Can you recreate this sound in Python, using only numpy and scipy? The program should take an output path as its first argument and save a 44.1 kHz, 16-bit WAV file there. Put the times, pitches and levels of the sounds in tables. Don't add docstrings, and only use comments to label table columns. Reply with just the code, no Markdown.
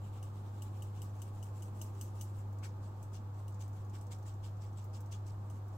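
import sys
import numpy as np
from scipy import signal
from scipy.fft import rfft, irfft, next_fast_len
from scipy.io import wavfile
from scipy.ndimage import uniform_filter1d, map_coordinates

SR = 44100
rng = np.random.default_rng(int(sys.argv[2]) if len(sys.argv) > 2 else 0)


def generate_wav(signal):
    frames = np.transpose(np.atleast_2d(signal))
    scaled = np.clip(frames, -1, 1) * 32767
    pcm = np.round(scaled).astype(np.int16)
    wavfile.write(sys.argv[1], SR, pcm)


def amplitude_ratio(level_db):
    exponent = np.asarray(level_db, float) / 20
    return 10 ** exponent


N = 254589

# centre_hz, width_hz, boost_db
MESH_MODES = [(2150, 54, 2), (2350, 56, 5.5), (2800, 105, 6), (3100, 140, 4.5), (5220, 150, 5),
              (5140, 290, -1.5), (6400, 180, -0.5), (7770, 390, 5)]
# centre_hz, width_hz, boost_db
ROOM_MODES = [(151, 12, 3), (160.6, 14, -5), (194.3, 25, 4.5), (276, 18, -0.5), (567, 22, -2.5),
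              (638, 40, -3), (798, 43, 2.5), (920, 15, 6.5), (1009, 47, -5), (234, 19, 6), (346.5, 55, 6),
              (390.8, 21.5, 7), (493.6, 15.4, 9.5), (538, 40, 6.5), (630.5, 27, 9), (746, 23, 6),
              (856, 46, 6.5), (987, 34, 4.5), (1053, 51, 7), (1132, 21.5, 9.5), (1224, 43, 8),
              (1345, 20, 8)]
# freq_hz, likeness
SIEVE_LIKENESS = [(2000, 0.33), (3000, 0), (5000, 0), (7000, .1), (8300, .5), (15000, 0.95)]
# freq_hz, likeness
ROOM_LIKENESS = [(60, 0.88), (150, 0.87), (290, 0.86), (640, 0.46), (1400, 0.17), (3100, -0.084),
                 (5500, -0.19), (7000, 0.2), (7700, 0.86), (15000, 0.93)]


def unit(x):
    return x / np.sqrt(np.mean(x ** 2) + 1e-20)


def along(points, hz):
    f, v = np.transpose(points)
    return np.interp(np.log(hz + 1), np.log(f + 1), v)


def bumps(rows, hz):
    return sum(db / (1 + (2 * (hz - c) / w) ** 2) for c, w, db in rows)


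def wobble(rate_hz):
    knots = rng.standard_normal(int(N * rate_hz / SR) + 4)
    return map_coordinates(knots, [np.arange(N) * rate_hz / SR])


def noise():
    return rng.standard_normal((2, N))


def stereo(pair, level_db, alike, lead=((1, 0),)):
    m = next_fast_len(pair.shape[1] + 4096)
    hz = np.fft.rfftfreq(m, 1 / SR)
    turn = np.arccos(np.clip(along(alike, hz), -1, 1)) / 2
    mid, side = rfft(pair, m) * amplitude_ratio(level_db(hz)) * [np.cos(turn), np.sin(turn)]
    half = np.exp(.5j * along(lead, hz))
    both = irfft([(mid + side) * half, (mid - side) / half], m)
    return unit(both[:, :pair.shape[1]])


def narrowed(pair):
    low = signal.butter(4, 7400, fs=SR, output="sos")
    side = signal.sosfiltfilt(low, pair[0] - pair[1]) / 2
    return pair.mean(0) + [side, -side]


def grains(level_db, per_second, spread_db, patchy_db, alike=SIEVE_LIKENESS):
    hit = rng.random(N) < per_second / SR
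    luck = np.minimum(rng.exponential(size=N), 4)
    size = hit * amplitude_ratio(spread_db * luck)
    z = signal.stft(size * noise(), nperseg=256)[2]
    field = uniform_filter1d(rng.standard_normal(z.shape[1:]), size=5, axis=0)
    field = uniform_filter1d(field, size=9, axis=1)
    patched = signal.istft(z * amplitude_ratio(patchy_db * unit(field)), nperseg=256)[1]
    return stereo(patched[:, :N], level_db, alike)


def swells(rows, rise_shape, fall_shape):
    t, power = np.arange(N) / SR, np.zeros(N)
    for s, db, rise, fall in rows:
        near = slice(max(round((s - .15) * SR), 0), round((s + .25) * SR))
        u = t[near] - s
        fade = np.where(u < 0, abs(u / rise) ** rise_shape, abs(u / fall) ** fall_shape)
        power[near] += amplitude_ratio(2 * db) * np.exp(-fade)
    return np.sqrt(power)


def ring(modes, t, apart):
    hz, db, t60 = np.transpose(modes)[:, :, None, None]
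    luck_db = rng.normal(0, 1.5, (len(modes), 2, 1))
    phase = apart * rng.standard_normal((len(modes), 2, 1))
    level = amplitude_ratio(db + luck_db - 60 * t / t60)
    return np.sum(level * np.sin(2 * np.pi * hz * (t - .002) + phase), 0)


def knocks():
    # start_s, peak_db, low_ring_db, middle_ring_db
    knock_rows = [(0.227, -49, -14, -15), (0.62, -44.5, -17, -25), (0.822, -47.5, -12.5, -21),
                  (1.018, -44, -16.5, -19), (1.218, -45, -12.5, -18), (1.427, -46.5, -16, -28),
                  (1.622, -46, -12.5, -23), (1.8138, -39.5, -17.5, -20), (2.0113, -40, -19.5, -7),
                  (2.2102, -40, -16, -11), (3.0269, -51.5, -28, -29), (3.48, -52, -17, -17),
                  (4.0108, -53, -26, -18), (5.4992, -53, -19, -11)]
    # freq_hz, level_db, t60_s
    low_modes = [(2835, -1, .08), (2930, -2, .035), (3035, -1, .09)]
    middle_modes = [(4840, -10, .06), (6015, -5, .07), (6150, 0, .11), (6330, -8, .06)]
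    high_modes = [(7300, -6, .05), (7740, -5, .07), (7935, -1, .13), (8045, -1, .12), (8290, -2, .09),
                  (8915, -8, .07)]
    # freq_hz, density_db
    thrown_colour = [(1800, -30), (2600, -14), (3300, -13), (4200, -15), (5300, -9), (6200, -4), (7000, -5),
                     (8000, 0), (9000, -4), (11000, -10), (16000, -13)]
    # freq_hz, density_db
    spray_colour = [(7000, -45), (9000, -13), (10700, -10), (12000, 2), (13400, 2), (14000, -21),
                    (16000, -1.5)]
    # freq_hz, likeness
    spray_likeness = [(5000, 0.073), (7500, -.3), (12000, -0.36), (15500, -.1)]
    spray_db, spray_db_per_db, settle_t60_s = -13.5, .4, 0.16

    out, t = np.zeros((2, N + SR)), np.arange(SR // 4) / SR
    scatter = grains(lambda hz: along(thrown_colour, hz), 9000, 0.2, 1.5, spray_likeness)
    spray = grains(lambda hz: along(spray_colour, hz), 15000, 0.5, 3.0, spray_likeness)
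    scatter, spray = [np.pad(x, ((0, 0), (0, SR))) for x in (scatter, spray)]
    settling, drizzle = amplitude_ratio(2.5) * narrowed(scatter), amplitude_ratio(3.0) * narrowed(spray)
    contact = 1 - np.exp(-(t / .0015) ** 2)
    damped = amplitude_ratio(-60 * t / 0.024) + amplitude_ratio(-8.5)
    settle_db = -60 * t / settle_t60_s
    mean_db = np.mean(knock_rows, 0)[1]
    for s, db, low_db, middle_db in knock_rows:
        start = round((s - .0006) * SR)
        at = slice(start, start + len(t))
        rim = amplitude_ratio(low_db + 2.0) * ring(low_modes, t, apart=0.92)
        rim += amplitude_ratio(middle_db - 1.5) * ring(middle_modes, t, apart=0.96)
        rim += amplitude_ratio(-15.5) * ring(high_modes, t, apart=1.8)
        thrown = amplitude_ratio(-12 - 60 * t / 0.033) * scatter[:, at] + amplitude_ratio(-14.5 + settle_db) * settling[:, at]
        sprayed = amplitude_ratio(1.0 - 60 * t / 0.04) * spray[:, at] + amplitude_ratio(-5.5 + settle_db) * drizzle[:, at]
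        top_db = spray_db + spray_db_per_db * (db - mean_db)
        sprayed *= amplitude_ratio(top_db - 0.5) * (1 - np.exp(-t / 0.0014))
        out[:, at] += amplitude_ratio(db + 1.5) * contact * (rim * damped + thrown + sprayed)
    return out[:, :N]


def strokes():
    # time_s, stroke_rms_db
    effort = [(0, -71.5), (.45, -73.5), (.95, -70), (1.25, -72.5), (1.8, -69), (2.4, -69)]
    # peak_s, rms_db
    drifts = [
        (3.0, -76),
        (3.39, -73.5),
        (3.78, -70.5),
        (5.45, -79),
        (5.55, -73),
        (5.76, -77.5),
    ]
    away, toward = (0.37, 0.037, 0.025), (1.3, 0.03, 0.036)  # over_effort_db, rise_s, fall_s
    first_s, period_s, count = 0.068, .1006, 24

    rows = []
    for k in range(count):
        peak_s = first_s + period_s * k
        over_db, rise_s, fall_s = (away, toward)[k % 2]
        effort_db = np.interp(peak_s, *np.transpose(effort))
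        rows.append((peak_s, effort_db + over_db, rise_s, fall_s))
    return rows + [(peak_s, db, .028, 0.037) for peak_s, db in drifts]


def slide():
    # freq_hz, density_db
    fine_colour = [(1180, -57), (2000, -6), (2420, -10), (2640, -4), (3410, -8), (4780, -6), (6190, -1.5),
                   (6860, -1.5), (7540, 1), (8300, -4), (11100, -11.5), (14900, -11), (15700, -13)]
    # time_s, share_db
    coarse_share = [(0, -3), (.6, -3), (1.5, -10.5), (2.4, -14), (3.8, -7), (5.77, -15)]
    coarse_colour = [(1500, -25), (2200, -3), (3000, -0.5), (3900, -2.5), (5000, -14), (6500, -32)]

    fine = grains(lambda hz: along(fine_colour, hz) + 0.3 * bumps(MESH_MODES, hz), 12000, -2.0, 2.5)
    rough = grains(lambda hz: along(coarse_colour, hz), 8000, 1.5, 2)
    share_db = np.interp(np.arange(N) / SR, *np.transpose(coarse_share))
    motion = swells(strokes(), rise_shape=1.8, fall_shape=2.3) * amplitude_ratio(1.3 * wobble(60))
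    return motion * (fine + amplitude_ratio(share_db) * rough)


def landings():
    # peak_s, rms_db, ring_db, weight_db
    landing_rows = [(2.645, -55, 4.5, 8), (2.85, -69.5, 2, -4), (3.148, -61.5, 4, 1),
                    (3.613, -58.5, -5, -3), (3.951, -61, 2, 2), (4.126, -58, -1, 0), (4.277, -63.5, 5.5, 0),
                    (4.451, -60.5, 9, -8), (4.627, -66, 8, 0), (4.787, -66, 7, -6), (4.951, -61.5, 4, -6),
                    (5.131, -57.5, 7.5, -8), (5.281, -64.5, -12, -1)]
    # freq_hz, density_db
    lump_colour = [(1100, -21), (1800, -13), (2400, -10), (3200, -7.5), (4200, -4.5), (5100, -3.5),
                   (6260, -0.5), (7680, -2), (9130, -8.5), (11000, -14.5), (15700, -16.5)]
    deep_colour = [(500, -30), (900, -3), (1450, 0), (1850, -5), (2300, -4), (2800, -14), (3600, -34)]
    rim_colour = [(1700, -30), (2300, -12.0), (2750, -4.0), (3050, -5), (3500, -3), (4300, -20),
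                  (5100, -5.5), (5700, -8), (7000, -29)]

    s, db, ring_db, weight_db = np.transpose(landing_rows)
    loose = np.exp(0.04 * (db.max() - db))
    rise_s, fall_s = .011 * loose, .015 * loose

    def rows(over_db):
        return np.transpose([s, db + over_db, rise_s, fall_s])

    lumps = grains(lambda hz: along(lump_colour, hz) + bumps(MESH_MODES, hz), 7000, 1.5, 2.5)
    clang = grains(lambda hz: along(rim_colour, hz) + 0.4 * bumps(MESH_MODES, hz), 4000, 0.5, 2.5)
    thud = grains(lambda hz: along(deep_colour, hz) + 1.1 * bumps(MESH_MODES, hz), 4000, 1.5, 5.0)
    clumps = amplitude_ratio(1.5 * wobble(150))
    patter = swells(rows(0), rise_shape=2.75, fall_shape=1.22) * clumps * lumps
    patter += swells(rows(ring_db - 11.5), rise_shape=3.0, fall_shape=1.6) * clang
    return patter + swells(rows(weight_db - 10.5), rise_shape=2.1, fall_shape=1.8) * thud


def ticks():
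    # start_s, peak_db, bright_edge_db
    tick_rows = [(1.8614, -57, -17), (2.0564, -56, -20), (2.5271, -61, -8), (2.585, -55, -16),
                 (3.3433, -61, -22), (3.5228, -58, -22), (3.5432, -54, -23), (3.678, -56.5, -9),
                 (3.7299, -59, -23), (3.8471, -58.5, -16), (3.896, -56.5, -23), (4.0662, -54.5, -22),
                 (4.1844, -59, -12), (4.226, -55.5, -17), (4.3374, -57.5, -17), (4.5689, -62, -21),
                 (4.6882, -65, -16), (4.7292, -61, -17), (4.8294, -61, -17), (4.8416, -56, -8),
                 (5.0049, -53, -8), (5.0588, -56, -17), (5.2199, -67, -16), (5.6809, -60, -11),
                 (5.7289, -61.5, -22)]
    # freq_hz, density_db
    wire_colour = [(2500, -24), (4500, -7), (6500, 4), (8500, -3), (10000, -16), (16000, -28)]
    edge_colour = [(6000, -36), (10000, -18), (16000, -12)]

    t = np.arange(SR // 16) / SR
    shape = (amplitude_ratio(-60 * t / 0.04) + amplitude_ratio(-4.5 - 60 * t / 0.14)) * (1 - np.exp(-t / .0006))
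    body, top = np.zeros((2, N + SR))
    for s, db, edge_db in tick_rows:
        at = slice(round(s * SR), round(s * SR) + len(t))
        body[at] += amplitude_ratio(db - 13) * shape
        top[at] += amplitude_ratio(db + edge_db - 2) * shape
    wires = stereo(noise(), lambda hz: along(wire_colour, hz), SIEVE_LIKENESS)
    edge = stereo(noise(), lambda hz: along(edge_colour, hz), SIEVE_LIKENESS)
    return body[:N] * wires + top[:N] * edge


def kitchen(x):
    # freq_hz, t60_s
    decay = [(2000, 1), (7000, 0.52), (15000, 0.064)]
    hz, t, z = signal.stft(rng.standard_normal((2, SR // 2)), SR, nperseg=256)
    tail = signal.istft(z * amplitude_ratio(-60 * t / along(decay, hz)[:, None]), SR, nperseg=256)[1]
    tail = tail / np.linalg.norm(tail[0])
    delayed = np.pad(x, ((0, 0), (200, 0)))
    return signal.fftconvolve(delayed, tail, axes=1)[:, :N]


def fridge():
    # rms_db, wobble_percent
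    hum_rows = [(-43, 6), (-68.5, 10), (-69.5, -19)]
    # freq_hz, density_db
    rumble_colour = [(15, -2.5), (32, -3.5), (48, -2.5), (80, -1.5), (130, 0), (170, -5.5), (250, -12),
                     (420, -16.5), (560, -15.5), (900, -14), (1250, -19), (1500, -25), (2200, -44.5),
                     (4000, -56)]
    # freq_hz, left_lead_rad
    left_lead = [(600, 0), (800, -0.08), (1400, -3), (2200, -4)]

    turn = 2 * np.pi * 100.09 * np.arange(N) / SR
    hum = np.zeros(N)
    for multiple, (db, percent) in enumerate(hum_rows, 1):
        level = np.sqrt(2) * amplitude_ratio(db) * (1 + percent / 100 * wobble(2.67))
        hum += level * np.sin(multiple * turn)
    rumble = stereo(noise(), lambda hz: along(rumble_colour, hz) + bumps(ROOM_MODES, hz),
                    ROOM_LIKENESS, left_lead)
    return hum + amplitude_ratio(-54.0) * rumble * amplitude_ratio([[-.5], [.5]])


def outdoors():
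    # time_s, level_db
    drone_level = [(0, -59.5), (.68, -58.5), (.78, -53), (.9, -63.5), (1.8, -57.5), (2.7, -61.5), (4, -68),
                   (5.77, -67)]
    colour = [(120, -34), (200, 3), (330, 1), (480, -4.5), (800, -32.5)]  # freq_hz, density_db
    drone = stereo(noise(), lambda hz: along(colour, hz) + bumps(ROOM_MODES, hz), ROOM_LIKENESS)
    level_db = np.interp(np.arange(N) / SR, *np.transpose(drone_level))
    return amplitude_ratio(level_db - 5.5 + 1.8 * wobble(3.7)) * drone


def air():
    # freq_hz, density_db
    hiss_colour = [(900, -44), (1500, -1.5), (1900, -8.5), (2900, -12.5), (4050, -12.5), (5000, -15),
                   (7400, -15), (8200, -19.5), (9100, -24.5), (10400, -27), (12000, -21.5), (13500, -19.5),
                   (15700, -25.5)]
    return amplitude_ratio(-72.5) * stereo(noise(), lambda hz: along(hiss_colour, hz), ROOM_LIKENESS)


def scene():
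    left = amplitude_ratio([[1.3], [-1.3]])
    blows = knocks() * left
    powder = (slide() + landings() + ticks()) * left
    echo = amplitude_ratio(-20.5) * kitchen(blows + powder)
    return blows + narrowed(powder + echo) + fridge() + outdoors() + air()


def band_limit(x):
    return signal.sosfilt(signal.butter(12, 16450, fs=SR, output="sos"), x)


def record(dry):
    m = next_fast_len(N)
    kept = np.fft.rfftfreq(m, 1 / SR) < 15830
    limited = irfft(rfft(dry, m) * kept, m)[:, :N]
    return band_limit(limited)


dry = scene()
out = record(dry)
generate_wav(out)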